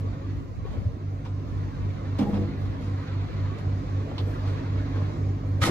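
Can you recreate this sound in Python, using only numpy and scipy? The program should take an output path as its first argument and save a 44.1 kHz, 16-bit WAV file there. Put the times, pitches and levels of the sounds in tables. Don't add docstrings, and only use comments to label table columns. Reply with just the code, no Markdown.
import sys
import numpy as np
from scipy import signal
from scipy.fft import rfft, irfft
from scipy.io import wavfile
from scipy.ndimage import uniform_filter1d

SR = 44100
rng = np.random.default_rng(int(sys.argv[2]) if len(sys.argv) > 2 else 0)


def wrap_up_sound(samples):
    columns = np.atleast_2d(samples).T
    tamed = np.clip(columns, -1, 1)
    steps = np.round(tamed * 32767).astype(np.int16)
    wavfile.write(sys.argv[1], SR, steps)


def field_ratio(decibels):
    return 10 ** (np.asarray(decibels, dtype=float) / 20)


N = 251539
T = np.arange(N) / SR

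SLOW_HZ, FAST_HZ = 47.51, 49.42
SLOW_ORDERS = [(1, -44.5), (2, -34.5), (3, -56), (4, -53.5), (6, -59.5)]
FAST_ORDERS = [(1, -48.5), (1.5, -53.5), (2, -31), (3, -40.5), (4, -58.5), (6, -56)]
OPPOSED_S = .172
# (frequency [Hz], level [dB])
HUMS = [(63.5, -52), (111.15, -53), (126.89, -45), (223, -55), (260.09, -50), (277.36, -48), (333.5, -55)]
HUM_TRIMS = [-5.5, 1.5, -1.5, -1, 0.5, 3, -1]
# (frequency [Hz], density [dB per Hz])
YARD_SPECTRUM = [(20, -23.5), (40, -29), (60, -10), (120, -15.5), (200, -21.5), (280, -21), (430, -28),
                 (800, -38.5), (1050, -30), (1500, -41.5), (2100, -43.5), (3000, -48.5), (7000, -56.5),
                 (8600, -72)]
YARD_DB = -37
# (frequency [Hz], shared power [0-1])
COHERENCE = [(60, 0.89), (300, 1), (640, 0.4), (2000, 0.66), (7000, 0.14), (10000, 0.04)]
FAR_LAG, BELLY_LAG, NEAR_LAG = 21, 11.5, -4
LEFT_DB = -1.24

# (time [s], level [dB])
LOAD = [(0, -57.5), (.3, -54.5), (.47, -66), (.74, -56), (1.1, -63), (1.35, -59.5), (1.8, -53.5),
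        (2.15, -51.5), (2.5, -49.5), (2.8, -52), (3.31, -47), (3.6, -50), (3.85, -55), (4.14, -51),
        (4.45, -48.5), (5.05, -48.5), (5.17, -56.5), (5.7, -63.5)]
# (time [s], skin crackle [dB], belly heave [dB])
SNAPS = [(-.03, -76, -65.5), (.7, -79, -42), (1.1, -74, -49.5), (1.28, -82.5, -54), (1.95, -95, -44.5),
         (2.45, -89, -41.5), (2.56, -63.5, -62.5), (2.8, -76, -45.5), (3.57, -74, -42), (4.05, -76, -36.5),
         (4.19, -61.5, -46), (4.27, -62.5, -52), (4.47, -78.5, -42), (4.72, -87, -46.5), (4.93, -87, -37),
         (5.16, -88, -44), (5.45, -69, -58), (5.57, -69, -57)]
SNAP_RISE_S, CRACKLE_T60_S, HEAVE_T60_S = .025, .45, 0.7
BELLY_DB, SKIN_DB, FOLDS_DB = -46.5, -89, -21
BELLY_PER_LOAD, BELLY_PER_GAIN = 0.22, 0.71
# (frequency [Hz], density [dB per Hz])
BELLY_SPECTRUM = [(150, -7.5), (300, 4), (500, 4.5), (800, -5), (1200, -49.5)]
RUSTLE_SPECTRUM = [(600, -11.5), (1000, 1.5), (1500, -3), (2100, -4), (2900, -13.5), (4200, -10.5),
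                   (6000, -32), (8500, -50)]
FOLDS_SPECTRUM = [(2000, -26), (3500, 0.5), (5500, -2.5), (7000, -3.5), (8500, -32.5)]
SKIN_SPECTRUM = [(6000, -39.0), (8000, 1.5), (9500, -3), (11000, -1), (13500, 1.0), (15500, -5.5)]

# (time of peak [s], level [dB], half length [s])
GUSTS = [
    (0, -41, .2),
    (.42, -38, .2),
    (.75, -33, .35),
    (1.6, -39, .2),
    (1.85, -37, .2),
    (2.4, -36, .25),
    (2.7, -38, .15),
    (3.3, -36, .25),
    (3.55, -40, .2),
    (5.6, -46, .12),
]
BREEZE_DB = -48.5
# (frequency [Hz], density [dB per Hz])
RUMBLE_SPECTRUM = [(15, -33), (40, 12.5), (90, 9.5), (140, 5), (300, -2.0), (600, -52.0)]
# (time [s], peak level [dB], pitch [Hz], left minus right [dB])
BUFFETS = [(0.124, -31, 61, -5), (0.367, -28.5, 55, 7), (.515, -31, 97, -3), (.59, -24.5, 98.6, -10),
           (0.636, -40, 100, -23), (.70, -35.5, 61.4, -10), (0.8715, -17, 94.2, -1.5), (.655, -32, 437, 3),
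           (.76, -36, 243, -10), (.775, -34, 480, 5), (.82, -34, 193, -3), (.97, -31, 264, -2),
           (1.595, -32.5, 99, 4)]
# (time [s], peak level [dB], pitch [Hz], left minus right [dB])
PUFFS = [
    (.42, -45, 131, 3),
    (.787, -24, 91, 6),
    (0.947, -28, 105, -4),
    (1.824, -28.5, 59.6, 4),
    (5.626, -14.5, 93.5, 2.5),
    (5.686, -33, 110, -2),
]
BUFFET_SWINGS, PUFF_SWINGS = 2.47, 1.4

# (time [s], level [dB], t60 [s], brightness [dB per octave])
SLAPS = [(.57, -58, .05, -3), (.645, -42.5, 0.45, -0.5), (.70, -47, 0.45, 2.5), (1.248, -38, 0.17, 1.5),
         (2.184, -31.5, 0.12, 3.5), (2.2, -32.5, 0.24, 0.5), (2.325, -33, 0.32, -0.5),
         (2.8, -48.5, 0.74, 4.5), (3.58, -46.5, 0.12, 5.5), (4.111, -34.5, 0.05, -3),
         (4.25, -58.5, 0.4, 11.5), (4.46, -41.5, 0.4, 3), (4.955, -36.5, 0.14, -0.5),
         (5.092, -36, 0.05, -9), (5.44, -66, .1, 1)]
# (frequency [Hz], density [dB per Hz])
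SLAP_SPECTRUM = [(300, -31), (550, -0.5), (1090, -2), (1400, -12.5), (3600, -18.5), (5400, -26.5),
                 (9000, -42), (13700, -51), (15500, -56.5)]
SLAP_RISE, THUD_RISE, BUCKLE_RISE, CRASH_RISE = 0.034, .03, 0.016, 0.019

# (frequency [Hz], level [dB], t60 [s])
PANEL_MODES = [(143, -21, 0.36), (201.5, -5.5, 0.67), (255.6, -5, 0.48), (291.8, -4.5, 0.45),
               (337.7, -13, 0.59), (480, -6, 0.2), (539, -13, 0.15), (661, -15, 0.19), (818, -15, 0.35),
               (1130, -16.5, .2)]
# (time [s], level [dB], length of push [s])
BLOWS = [(1.25, -32.5, .0013), (2.1832, -10.5, 0.0037), (2.213, -14, 0.0016), (2.262, -18, 0.0012),
         (2.287, -16, 0.0021), (2.326, -21, 0.0045), (2.34, -24, 0.0014), (2.365, -23.5, 0.0013),
         (2.382, -23.5, 0.0018), (2.415, -23.5, 0.0016), (2.801, -27.5, 0.0018), (2.869, -28.5, 0.0025),
         (4.95, -27, 0.0012), (5.019, -31.5, 0.00078), (5.633, -16.5, 0.0012), (5.666, -16, 0.00086),
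         (5.682, -34.5, 0.00065)]
# (frequency [Hz], density [dB per Hz])
THUD_SPECTRUM = [(120, -20), (220, -1), (400, 1.5), (650, -5), (1100, -17.5), (1800, -43.5)]
THUD_DB, THUD_T60_S = -16, .2

# (time [s], level [dB], t60 [s], brightness [dB per octave])
BUCKLE_TICKS = [
    (4.1805, -28, .035, 0),
    (4.188, -35, .06, 0),
    (4.199, -41, .09, 0),
]
# (frequency [Hz], density [dB per Hz])
TICK_SPECTRUM = [(600, -15), (1000, 4), (1700, -17), (2600, -8.5), (3300, 0.5), (4600, -6.5), (5400, -18),
                 (8000, -34), (15000, -45)]

# (time [s], level [dB], t60 [s], brightness [dB per octave])
CRASH = [
    (5.611, -29.5, 0.44, 0.5),
    (5.6165, -22.5, 0.16, -2),
    (5.628, -26, 0.1, 2.5),
    (5.6365, -20, 0.033, 0),
    (5.646, -26.5, 0.21, 4.5),
    (5.655, -21.5, .08, -6),
    (5.668, -24, 0.11, -5.5),
    (5.683, -19.5, 0.19, -9.5),
]
# (frequency [Hz], density [dB per Hz])
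LATCH_SPECTRUM = [(300, -14), (500, -9.5), (630, -12), (1260, -4.5), (1600, -8), (2000, -5.5),
                  (2650, -11.5), (3300, -7), (5000, -14.5), (9900, -25.5), (12500, -27), (12900, -66),
                  (14300, -47.5), (15000, -62.5)]
# (frequency [Hz], level [dB], t60 [s])
BAR_MODES = [(1278, -3.5, 0.062), (1420, -9, 0.045), (1907, -4, 0.041), (2113, -4.5, 0.052),
             (3160, -6, 0.036), (3550, -7, 0.048), (4330, -7.5, 0.099), (5140, -5, 0.045),
             (6240, -4, 0.054)]
# (time [s], peak level [dB])
KNOCKS = [
    (5.6175, -28),
    (5.6372, -16),
    (5.658, -25.5),
    (5.682, -24),
]

# (time [s], step [dB])
GAIN_STEPS = [
    (-.5, -6),
    (.13, -2),
    (.42, -3.5),
    (2.12, 2.5),
    (2.35, -3.5),
    (5.1, 0),
    (5.58, 3.5),
]
OPEN_DB, STEP_S, RECOVER_S = 3, 0.069, 1.97
# (time [s], depth [dB])
GUST_DIPS = [(0.47, -12), (0.552, -25), (.67, -24), (0.728, -23), (0.823, -12), (0.93, -4), (0.972, -7),
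             (3.304, -8), (3.578, -6), (4.08, -3), (5.658, -2)]
# (time [s], depth [dB])
JOLT_DIPS = [
    (1.71, -7),
    (2.192, -6),
    (2.261, -14),
    (2.315, -13),
    (4.174, -12),
    (4.328, 0),
    (5.119, -3),
    (5.613, -3.5),
]
GUST_HALF_S, JOLT_HALF_S = 0.049, 0.023
# (frequency [Hz], spread [dB])
PATCHY = [(130, 0), (300, 1.6), (500, 3), (2000, 3), (6000, 2.7), (9000, 6), (15000, 5.5)]


def unit(x):
    return x / np.sqrt(np.mean(x ** 2))


def at(points, hz):
    f, v = np.transpose(points)
    return np.interp(np.log(np.maximum(hz, 1)), np.log(f), v)


def colour(x, points):
    count = x.shape[-1]
    hz = np.fft.rfftfreq(count, 1 / SR)
    return irfft(rfft(x) * field_ratio(at(points, hz)), count)


def walk(rate):
    k = int(SR / rate)
    held = np.repeat(rng.standard_normal(N // k + 1), k)
    return 0.9 * uniform_filter1d(uniform_filter1d(held, k), k)[:N]


def hump(s, half):
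    return np.cos(np.pi / 2 * np.clip((T - s) / half, -1, 1)) ** 2


def burst(s, rise, t60):
    t = np.maximum(T - s, 0)
    return (1 - np.exp(-t / rise)) * 1000. ** (-t / t60)


def ports(count, lag):
    hz = np.fft.rfftfreq(count, 1 / SR)
    alike = np.clip(at(COHERENCE, hz), 0, 1)
    shared, left, right = rfft(rng.standard_normal((3, count)))
    late = np.exp(-2j * np.pi * hz * lag / SR)
    common = np.sqrt(alike) * shared * np.array([late, late ** 0])
    return irfft(common + np.sqrt(1 - alike) * np.array([left, right]), count)


def ring(push, modes, speak=0.003):
    t = T[:SR // 2]
    bell = 0
    for k, (hz, db, t60) in enumerate(modes):
        bell = bell + (-1) ** k * field_ratio(db) * np.sin(2 * np.pi * hz * t) * 1000. ** (-t / t60)
    bell = bell * (1 - np.exp(-t / speak))
    return signal.fftconvolve(push, bell[None], axes=1)[:, :push.shape[1]]


def add(out, s, sound):
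    i = int(s * SR)
    out[:, i:i + sound.shape[1]] += sound[:, :N - i]


def cracks(table, spectrum, rise):
    out, t = np.zeros((2, N)), T[:SR // 2]
    for s, db, t60, tilt_db in table:
        tilted = [(hz, level + tilt_db * np.log2(hz / 2000)) for hz, level in spectrum]
        grit = field_ratio(1.9 * np.repeat(rng.standard_normal(len(t) // 50 + 1), 50)[:len(t)])
        noise = unit(colour(ports(len(t), lag=NEAR_LAG) * grit, tilted))
        add(out, s, field_ratio(db) * noise * burst(0, rise * t60, t60)[:len(t)])
    return out


def gain_db():
    return OPEN_DB + sum(step * burst(s, STEP_S, RECOVER_S * np.log(1000)) for s, step in GAIN_STEPS)


def machines():
    lines = [(SLOW_HZ * k, db, np.pi * (k == 2)) for k, db in SLOW_ORDERS]
    lines += [(FAST_HZ * k, db, 0) for k, db in FAST_ORDERS]
    lines += [(hz, db + trim_db, 0) for (hz, db), trim_db in zip(HUMS, HUM_TRIMS)]
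    out = 0
    for hz, db, start in lines:
        loose = (hz / 200) ** 2
        level = np.sqrt(2) * field_ratio(db + .6 * loose * walk(3))
        phase = 2 * np.pi * hz * (T - OPPOSED_S) + start + .15 * loose * walk(2)
        out = out + level * np.sin(phase)
    return out * np.ones((2, 1))


def yard():
    roar = rfft(colour(ports(N, lag=FAR_LAG), YARD_SPECTRUM))
    hz = np.fft.rfftfreq(N, 1 / SR)
    out, shared = 0, walk(4.17)
    for centre in 22 * 2 ** np.arange(0, 10, .5):
        octaves = np.log2(np.maximum(hz, 1) / centre)
        band = np.cos(np.pi * np.clip(octaves, -.5, .5)) ** 2
        shared = 1.021 * shared + 0.17 * walk(4.73)
        out = out + irfft(roar * band, N) * field_ratio(shared + 0.87 * walk(16))
    return field_ratio(YARD_DB) * unit(out)


def curtain():
    load_db = np.interp(T, *np.transpose(LOAD))
    heave = field_ratio(BELLY_DB + BELLY_PER_LOAD * (load_db - load_db.mean()) + BELLY_PER_GAIN * gain_db())
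    heave = heave + sum(field_ratio(db) * burst(s, SNAP_RISE_S, HEAVE_T60_S) for s, _, db in SNAPS) / 2
    snap = field_ratio(SKIN_DB) + sum(field_ratio(db) * burst(s, SNAP_RISE_S, CRACKLE_T60_S) for s, db, _ in SNAPS)
    grains = field_ratio(2.0 * walk(60) + 0.28 * walk(12))
    belly = colour(ports(N, lag=BELLY_LAG), BELLY_SPECTRUM) * field_ratio(0.83 * walk(11))
    rustle = colour(ports(N, lag=NEAR_LAG) * grains, RUSTLE_SPECTRUM)
    crackle = colour(ports(N, lag=NEAR_LAG) * grains, SKIN_SPECTRUM)
    folds = colour(ports(N, lag=NEAR_LAG) * grains, FOLDS_SPECTRUM)
    rubbing = unit(rustle) + field_ratio(FOLDS_DB) * unit(folds)
    return heave * unit(belly) + field_ratio(load_db) * rubbing + snap * unit(crackle)


def wind():
    rumble = colour(rng.standard_normal((2, N)), RUMBLE_SPECTRUM)
    lumps = field_ratio(np.array([2.0 * walk(23), 7.2 * walk(6.62)]))
    gusts = field_ratio(BREEZE_DB) + sum(field_ratio(db) * hump(s, half) for s, db, half in GUSTS)
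    out = unit(rumble * lumps) * gusts
    for table, swings in (BUFFETS, BUFFET_SWINGS), (PUFFS, PUFF_SWINGS):
        for s, db, hz, pan_db in table:
            length = swings / hz
            t = np.arange(-length, length, 1 / SR)
            swing = np.cos(np.pi * t / length / 2) ** 2 * -np.cos(2 * np.pi * hz * t)
            add(out, s - length, swing * field_ratio(db + np.array([[pan_db], [-pan_db]]) / 2))
    return out


def slaps():
    return cracks(SLAPS, SLAP_SPECTRUM, SLAP_RISE)


def panel():
    out = np.zeros((2, N))
    chance = rng.standard_normal((len(BLOWS), 2, len(PANEL_MODES)))
    for (s, db, push), spot in zip(BLOWS, chance):
        force = np.zeros((1, SR // 2))
        force[0, :int(push * SR)] = np.hanning(int(push * SR))
        sides = []
        for port in spot:
            modes = [(hz, level + 2.9 * c, t60) for (hz, level, t60), c in zip(PANEL_MODES, port)]
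            sides.append(ring(force, modes))
        boom = np.vstack(sides)
        add(out, s, field_ratio(db) * boom / np.max(np.abs(boom)))
    thuds = [(s, db + THUD_DB, THUD_T60_S, 0) for s, db, _ in BLOWS]
    return out + cracks(thuds, THUD_SPECTRUM, THUD_RISE)


def buckle():
    return cracks(BUCKLE_TICKS, TICK_SPECTRUM, BUCKLE_RISE)


def latch():
    crash = cracks(CRASH, LATCH_SPECTRUM, CRASH_RISE)
    out = crash + field_ratio(-36) * ring(crash, BAR_MODES, speak=.0005)
    push = np.zeros((1, SR // 10))
    push[0, :6] = np.hanning(6)
    knock = ring(push, BAR_MODES[:4], speak=.0003)
    for s, db in KNOCKS:
        add(out, s, field_ratio(db) * knock / np.max(np.abs(knock)) * np.ones((2, 1)))
    return out


def wind_guard():
    gusts_db = sum(db * hump(s, GUST_HALF_S) for s, db in GUST_DIPS)
    jolts_db = sum(db * hump(s, JOLT_HALF_S) for s, db in JOLT_DIPS)
    return field_ratio(gusts_db + jolts_db)


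def scene():
    steady = (machines() + yard()) * field_ratio(gain_db())
    air = steady + curtain() + slaps() + panel() + buckle() + latch()
    bass = colour(air, [(280, -0.5), (500, -35.5)])
    guarded = air + bass * (wind_guard() - 1)
    return guarded * field_ratio(np.array([[LEFT_DB], [-LEFT_DB]]) / 2) + wind()


def noise_filter(x):
    hz, _, cells = signal.stft(x, SR, nperseg=2048)
    field = rng.standard_normal(cells.shape[1:])
    field = uniform_filter1d(uniform_filter1d(field, size=2, axis=0), size=2, axis=1) * 2
    treble = np.abs(cells[:, hz > 2500]).mean(axis=(0, 1))
    spread_db = at(PATCHY, hz)[:, None] * np.clip(1.4 * np.median(treble) / treble, .5, 1)
    added_db = spread_db ** 2 * np.log(10) / 10 / 2
    return signal.istft(cells * field_ratio(spread_db * field - added_db), SR, nperseg=2048)[1][:, :N]


def band_limit(x):
    return signal.sosfilt(signal.butter(12, 15660, fs=SR, output="sos"), x)


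def record(dry):
    top = signal.ellip(8, .2, 70, 15350, fs=SR, output="sos")
    hiss = field_ratio(-92.0) * rng.standard_normal(dry.shape)
    mix = signal.sosfilt(top, noise_filter(dry + hiss))
    return band_limit(mix)


dry = scene()
out = record(dry)
wrap_up_sound(out)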